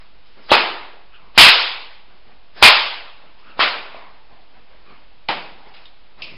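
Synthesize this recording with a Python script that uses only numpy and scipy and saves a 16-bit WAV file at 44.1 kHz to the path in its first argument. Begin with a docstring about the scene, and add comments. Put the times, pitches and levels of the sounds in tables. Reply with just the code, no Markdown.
"""A soft swish comes first, over a quiet hiss; then a whip cracks six times, the last two almost as one.
The whip is swung on a bare indoor stage, some metres from a small camera. Swishes are shaped noise
with fuzzy whistles; each crack is a rush of noise, a pop, a flutter, echoes and a ring of the hall.
Weaker flicks are small cracks that favour one band. Hiss and low tones lie underneath.
The loudest cracks overload the camera's narrow-band input."""
import sys
import numpy as np
from scipy import signal
from scipy.fft import rfft, irfft
from scipy.io import wavfile
from scipy.ndimage import uniform_filter1d

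SR = 44100
rng = np.random.default_rng(int(sys.argv[2]) if len(sys.argv) > 2 else 0)


def generate_wav(sig):
    """Save sig (samples, or channels by samples) to the path in sys.argv[1] as 16-bit PCM at SR."""
    pcm = np.round(np.clip(np.atleast_2d(sig).T, -1, 1) * 32767).astype(np.int16)
    wavfile.write(sys.argv[1], SR, pcm)


N = 280913  # length of the scene [samples]

# Full cracks of the tip: (time [s], pop level [dB], pop pitch [Hz], pop length [cycles],
# flutter level [dB], wall echo level [dB], hall level [dB], tilt [dB per octave],
# rush level [dB], rush build-up [ms, at least 1 is used], floor echo level [dB])
FULL_CRACKS = [ (0.5169, 9, 730, 0.75, -8.5, -2, -5, -0.5, -8, 0.97, -5),
               (1.3775, 7, 1280, 0.5, 1, -7.5, 11, 4.5, -23.5, 8.5, -18),
               (2.6258, 12, 980, 0.72, 9, -4.5, 4.5, 3, -11, 3.7, -27),
               (3.5933, -7.5, 947, 0.69, -23, -9, -8, 0.25, -27, 5.6, -10),
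               (5.2865, -22, 992, 0.78, -11.5, -8, -21.5, 0.5, -27, 1.1, -4),
               (5.2909, -15, 845, 2.2, -34.5, 6, -24, -5, -55, 3.1, -7), ]
# Basic colour of a crack at the microphone: (frequency [Hz], level [dB])
CRACK_COLOUR = [(60, -47), (150, -24.5), (260, -16.5), (400, -10.5), (600, -6), (950, -1), (1700, -3.5),
                (2600, -0.5), (4000, -6), (4900, -9), (5400, -17)]
# Echoes from backdrop and walls: (delay [ms], level before the crack's own echo level [dB])
WALL_ECHOES = [(9, -3.5), (11.5, -0.5), (16, -6.5), (23, -3), (29, -7), (34, -5.5)]
# How long the hall rings: (frequency [Hz], time to fall by 60 dB [s])
HALL_DECAY = [(100, 0.72), (260, 0.95), (700, 0.82), (1800, 0.68), (3500, 0.67), (5300, 0.6)]


def crack(time_s, pop_db, pop_hz, pop_cycles, flutter_db, echo_db, hall_db, tilt_db,
          rush_db, rush_ms, floor_db, lift_db=0):
    """The tip rushes, pops and flutters; echoes off floor and walls follow, then the hall rings."""
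    ms = np.arange(SR) * 1000 / SR
    short_ms = ms[:1000]
    lead = 2205  # samples of rush before the pop: 50 ms

    # the colour: basic curve, a tilt around 1500 Hz and a lift around the pop's pitch
    hz = np.fft.rfftfreq(4096, 1 / SR)
    tilt = tilt_db * octaves_from_1500(hz)
    lift_octaves = 0.36  # half-width of the lift, to 1/e of its dB
    lift = lift_db * np.exp(-(np.log2((hz + 1) / pop_hz) / lift_octaves) ** 2)
    colour = causal(read(CRACK_COLOUR, hz) + tilt + lift)
    colour = colour / np.linalg.norm(colour)

    # the pop: air is pulled, pushed and pulled
    cycles = short_ms * pop_hz / 1000
    age = cycles / pop_cycles
    pop_swell = age ** .5 * np.exp(1 - age ** 2)
    pop = -gain_of(pop_db) * np.sin(2 * np.pi * cycles) * pop_swell

    # the frayed tip shakes: noise that starts quickly and dies away [ms]
    flutter_swell = np.exp(-short_ms / 3.8) * (1 - np.exp(-short_ms / 0.59))
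    flutter = gain_of(flutter_db) * rng.standard_normal(1000) * flutter_swell
    near = signal.fftconvolve(flutter, colour)
    # the microphone drops deep bass
    near[:1000] += signal.lfilter(*signal.butter(1, 120, "high", fs=SR), pop)

    walls = np.zeros(2000)
    for delay_ms, db in WALL_ECHOES:
        jittered_ms = delay_ms + rng.uniform(-.3, .3)
        walls[round(jittered_ms * SR / 1000)] = gain_of(db + echo_db)
    # cloth and flats return little bass
    thin = signal.lfilter(*signal.butter(2, 1700, "high", fs=SR), near)
    echoes = signal.fftconvolve(thin, walls)
    floor_delay_ms = 3.5  # the bounce off the stage
    add(echoes, round(floor_delay_ms * SR / 1000), gain_of(floor_db) * near)

    def hall_field(f, t):
        """Level of the dying hall, with an extra boost at the start [dB]."""
        return -60 * t / read(HALL_DECAY, f) + 9.75 * np.exp(-t / 0.049)

    ring = noise(hall_field, SR, patchy_db=1.5)
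    ring = ring / np.sqrt(np.mean(ring[:lead] ** 2))
    ring = ring * (1 - np.exp(-ms / 13.4))  # reflections thicken

    rush_swell = np.exp(-ms[lead:0:-1] / max(rush_ms, 1))
    rush = gain_of(rush_db) * rng.standard_normal(lead) * rush_swell

    out = signal.fftconvolve(np.concatenate([rush, gain_of(hall_db) * ring]), colour)
    add(out, lead, near)
    add(out, lead, echoes)
    return round(time_s * SR) - lead, out


# Light flicks and slaps of the tip, each with its own colour: (time [s], pop level [dB],
# flutter level [dB], hall level [dB], tilt [dB per octave], favoured pitch [Hz],
# its lift [dB], rush level [dB])
LIGHT_FLICKS = [ (0.498, -44, -25, -41, -0.5, 3270, -7, -21), (0.51, -31, -9, -31, -5.5, 3580, 25, -12.5),
                (0.519, -16.5, -40, -23, -5, 381.7, 9.5, -70.5), (1.356, -45, -34, -50.5, 2, 3606, 12, -45),
                (3.946, -32, -55, -40, -4, 680, 7.5, -45), (5.288, -30.5, -50, -36, -7, 155, 13, -71),
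                (5.74, -48, -40, -42.5, 3.5, 2480, 1.5, -63.5),
                (5.855, -45, -37, -52, 5.5, 3600, 11.5, -69.5),
                (6.22, -38, -17.5, -27.5, 20.5, 2540, 19, -42), ]


def flick(time_s, pop_db, flutter_db, hall_db, tilt_db, peak_hz, lift_db, rush_db):
    """A weak crack made the same way, with a band around its pop's pitch raised or lowered."""
    return crack(time_s, pop_db, peak_hz, pop_cycles=1.8, flutter_db=flutter_db, echo_db=-9,
                 hall_db=hall_db, tilt_db=tilt_db, rush_db=rush_db, rush_ms=4.7,
                 floor_db=-8, lift_db=lift_db)


# Swishes of the whip: (fastest moment [s], level [dB], rise [s], fall [s],
# tilt [dB per octave], thong whistle pitch at the fastest moment [Hz],
# thong's share of power [0-1], thinner fall's share of power [0-1])
WHIP_SWISHES = [ (0.005, -51, 0.009, .13, -0.5, 1100, 0.16, 0), (0.27, -51.5, .04, .15, 3, 1030, 0, 0),
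                (0.389, -48, 0.067, .15, -5.5, 1060, 0.07, .05), (0.485, -43.5, 0.14, .02, 6, 1010, .05, 0),
                (1.146, -46.5, 0.036, 0.099, -7, 1430, 1, 0.6),
                (1.25, -50.5, 0.089, 0.23, -6.5, 1070, 0.34, 0.04),
                (1.361, -43.5, 0.027, 0.034, -3, 1100, 0.15, 0),
                (2.15, -53.5, 0.14, 0.0876, -4.5, 845, 0.12, 0),
                (2.31, -50.5, 0.1094, .1, -5, 817, .2, 0.01), (2.587, -33.5, .045, .1, 0, 1300, 0, 0.01),
                (2.616, -35.5, 0.055, 0.026, -6.5, 813, 0.08, 0.3),
                (3.25, -49.5, 0.11, 0.127, -4, 809, 0, 0), (3.40, -51, 0.075, .08, 2, 1000, 0.36, .05),
                (3.5, -44.5, 0.11, 0.11, -4, 1370, 0.47, 0.23),
                (3.581, -41, 0.033, .02, -3.5, 892.5, .2, 0.04),
                (3.98, -44, 0.29, 0.32, -3.5, 1080, 0.6, 0.18),
                (4.33, -51, 0.066, 0.27, -4.5, 753, 0.35, 0),
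                (4.564, -50.5, 0.0596, 0.1, -6.5, 654, .05, 0.03),
                (4.72, -52.5, 0.068, 0.199, -3.5, 598, 0.27, 0.07),
                (4.91, -47, .11, 0.2, -4.5, 1200, 0.25, 0.1),
                (5.47, -49.5, .06, 0.16, 2.5, 882.4, 0.18, 0.03),
                (5.68, -47, 0.22, 0.23, -3.5, 834, 0.45, 0), (5.80, -50.5, .1, 0.18, -2, 995, .1, 0.01),
                (6.2, -41.5, 0.035, 0.07, -5, 1195, 0.13, 0),
                (6.25, -44.5, 0.08, 0.3, -7, 1180, 0.02, 0.47), ]


def swing(time_s, level_db, rise_s, fall_s, tilt_db, thong_hz, thong_share, fall_share):
    """Air tears off the whip: wide hiss, and two fuzzy whistles from its thick and thin parts."""
    t = np.arange(-min(.3, time_s), .45, 1 / SR)  # 0 is the fastest moment
    drop_db, roundness = 21, 1.5  # drop over rise or fall; 1 is a pointed swell, 2 a round one
    distance = np.where(t < 0, -t / rise_s, t / fall_s)
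    swell = gain_of(-drop_db * distance ** roundness)
    low_hz = thong_hz * np.maximum(swell, .03) ** .12  # pitch sags with level
    high_hz = 1.98 * low_hz  # the thinner fall whistles higher

    def hiss_field(f, u):
        """Steady colour of the hiss [dB]."""
        return .5 * read(CRACK_COLOUR, f) + tilt_db * octaves_from_1500(f)

    hiss = evened(noise(hiss_field, len(t), patchy_db=3.5))
    # both whistles come from the same eddies, passed twice through a moving resonance
    eddies = rng.standard_normal(len(t))
    thong = evened(resonate(resonate(eddies, low_hz, 330), low_hz, 330))
    fall = evened(resonate(resonate(eddies, high_hz, 650), high_hz, 650))

    low, high = np.clip(thong_share, 0, 1), np.clip(fall_share, 0, 1)
    body = np.sqrt(1 - low) * hiss + np.sqrt(low) * thong
    mix = np.sqrt(1 - high) * body + np.sqrt(high) * fall
    soft_ends = signal.windows.tukey(len(t), 300 / len(t))
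    return round((time_s + t[0]) * SR), gain_of(level_db) * swell * mix * soft_ends


# Colour of the steady floor, before its overall level is set: (frequency [Hz], level [dB])
HUSH_COLOUR = [(10, -17.5), (20, -9), (30, -14), (45, -8), (56, -21.5), (80, -19), (150, -19), (300, -20),
               (900, -19), (1800, -23.5), (2600, -21), (4600, -26), (5400, -32.5)]
# Low tones that beat against each other, before they waver: (frequency [Hz], level [dB])
LOW_TONES = [(26, -62.5), (40.5, -60), (46.8, -62.5)]


def hush():
    """Hiss of the input and rumble of the building: shaped noise and a few wavering low tones."""
    hz = np.fft.rfftfreq(N, 1 / SR)
    shaped = irfft(rfft(rng.standard_normal(N)) * gain_of(read(HUSH_COLOUR, hz)), N)
    out = gain_of(-54) * evened(shaped)
    for tone_hz, db in LOW_TONES:
        drift = evened(uniform_filter1d(uniform_filter1d(rng.standard_normal(N), 9000), 9000))
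        phase = 2 * np.pi * np.cumsum(tone_hz + 0.34 * drift) / SR
        # the level follows the same drift backwards
        out += gain_of(db + 1.3 * drift[::-1]) * np.sin(phase)
    return out


def gain_of(db):
    """Turns decibels into gain."""
    return 10 ** (np.asarray(db) / 20)


def evened(x):
    """Scales a sound to an rms of one."""
    return x / np.sqrt(np.mean(x ** 2) + 1e-20)


def octaves_from_1500(hz):
    """Counts octaves from 1500 Hz, held steady below 200 and above 6000 Hz."""
    return np.log2(np.clip(hz, 200, 6000) / 1500)


def read(points, hz):
    """Reads a table between its points, on a log-frequency axis."""
    f, value = np.transpose(points)
    return np.interp(np.log(hz + 1), np.log(f + 1), value)


def add(mix, at, sound):
    """Mixes a sound in from sample number at."""
    part = mix[at:][:len(sound)]
    part += sound[:len(part)]


def noise(field_db, size, patchy_db):
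    """Makes patchy noise whose short-time spectra follow field_db(hz, t), size samples long."""
    hz = np.fft.rfftfreq(512, 1 / SR)[:, None]
    t = np.arange(size // 128 + 5) * 128 / SR
    real, imaginary, c = rng.standard_normal((len(t), len(hz), 3)).T
    # smooth over frequency, then over time
    patches = evened(uniform_filter1d(uniform_filter1d(c, size=5, axis=0), size=12, axis=1))
    spectra = (real + 1j * imaginary) * gain_of(field_db(hz, t) + patchy_db * patches)
    return signal.istft(spectra, nperseg=512, noverlap=384)[1][:size]


def causal(colour_db):
    """Makes a filter of this colour that rings only after its input (minimum phase)."""
    both_sides_db = np.concatenate([colour_db, colour_db[-2:0:-1]])
    log_gain = np.log(gain_of(both_sides_db))
    return np.fft.ifft(np.exp(np.conj(signal.hilbert(log_gain)))).real[:2048]


def resonate(x, hz, width):
    """Resonates at a moving pitch: shifts it down to zero, smooths, and shifts back."""
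    turn = np.exp(2j * np.pi * np.cumsum(hz) / SR)
    r = np.exp(-np.pi * width / SR)
    return 2 * (turn * signal.lfilter([1 - r], [1, -r], x / turn)).real


def scene():
    """Lays cracks, flicks and swishes over the steady floor."""
    mix = hush()
    for play, rows in ((crack, FULL_CRACKS), (flick, LIGHT_FLICKS), (swing, WHIP_SWISHES)):
        for row in rows:
            add(mix, *play(*row))
    return mix[None]


def low_pass(x, taps, edge_hz):
    """Removes the treble above edge_hz without delaying the sound."""
    fir = signal.firwin(taps, edge_hz, window=("kaiser", 9), fs=SR)
    return signal.oaconvolve(x, fir[None], "same")


def record(dry):
    """The input saturates and is band-limited; a later gain stage clips the peaks again."""
    ceiling = 1.294
    held = np.clip(dry, -ceiling, ceiling)
    narrow = low_pass(held, 701, 5400)
    clipped = np.clip(narrow + 0.015, -1, 1)  # with the standing offset of the converter
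    return low_pass(clipped, 401, 15800)


dry = scene()
out = record(dry)
generate_wav(out)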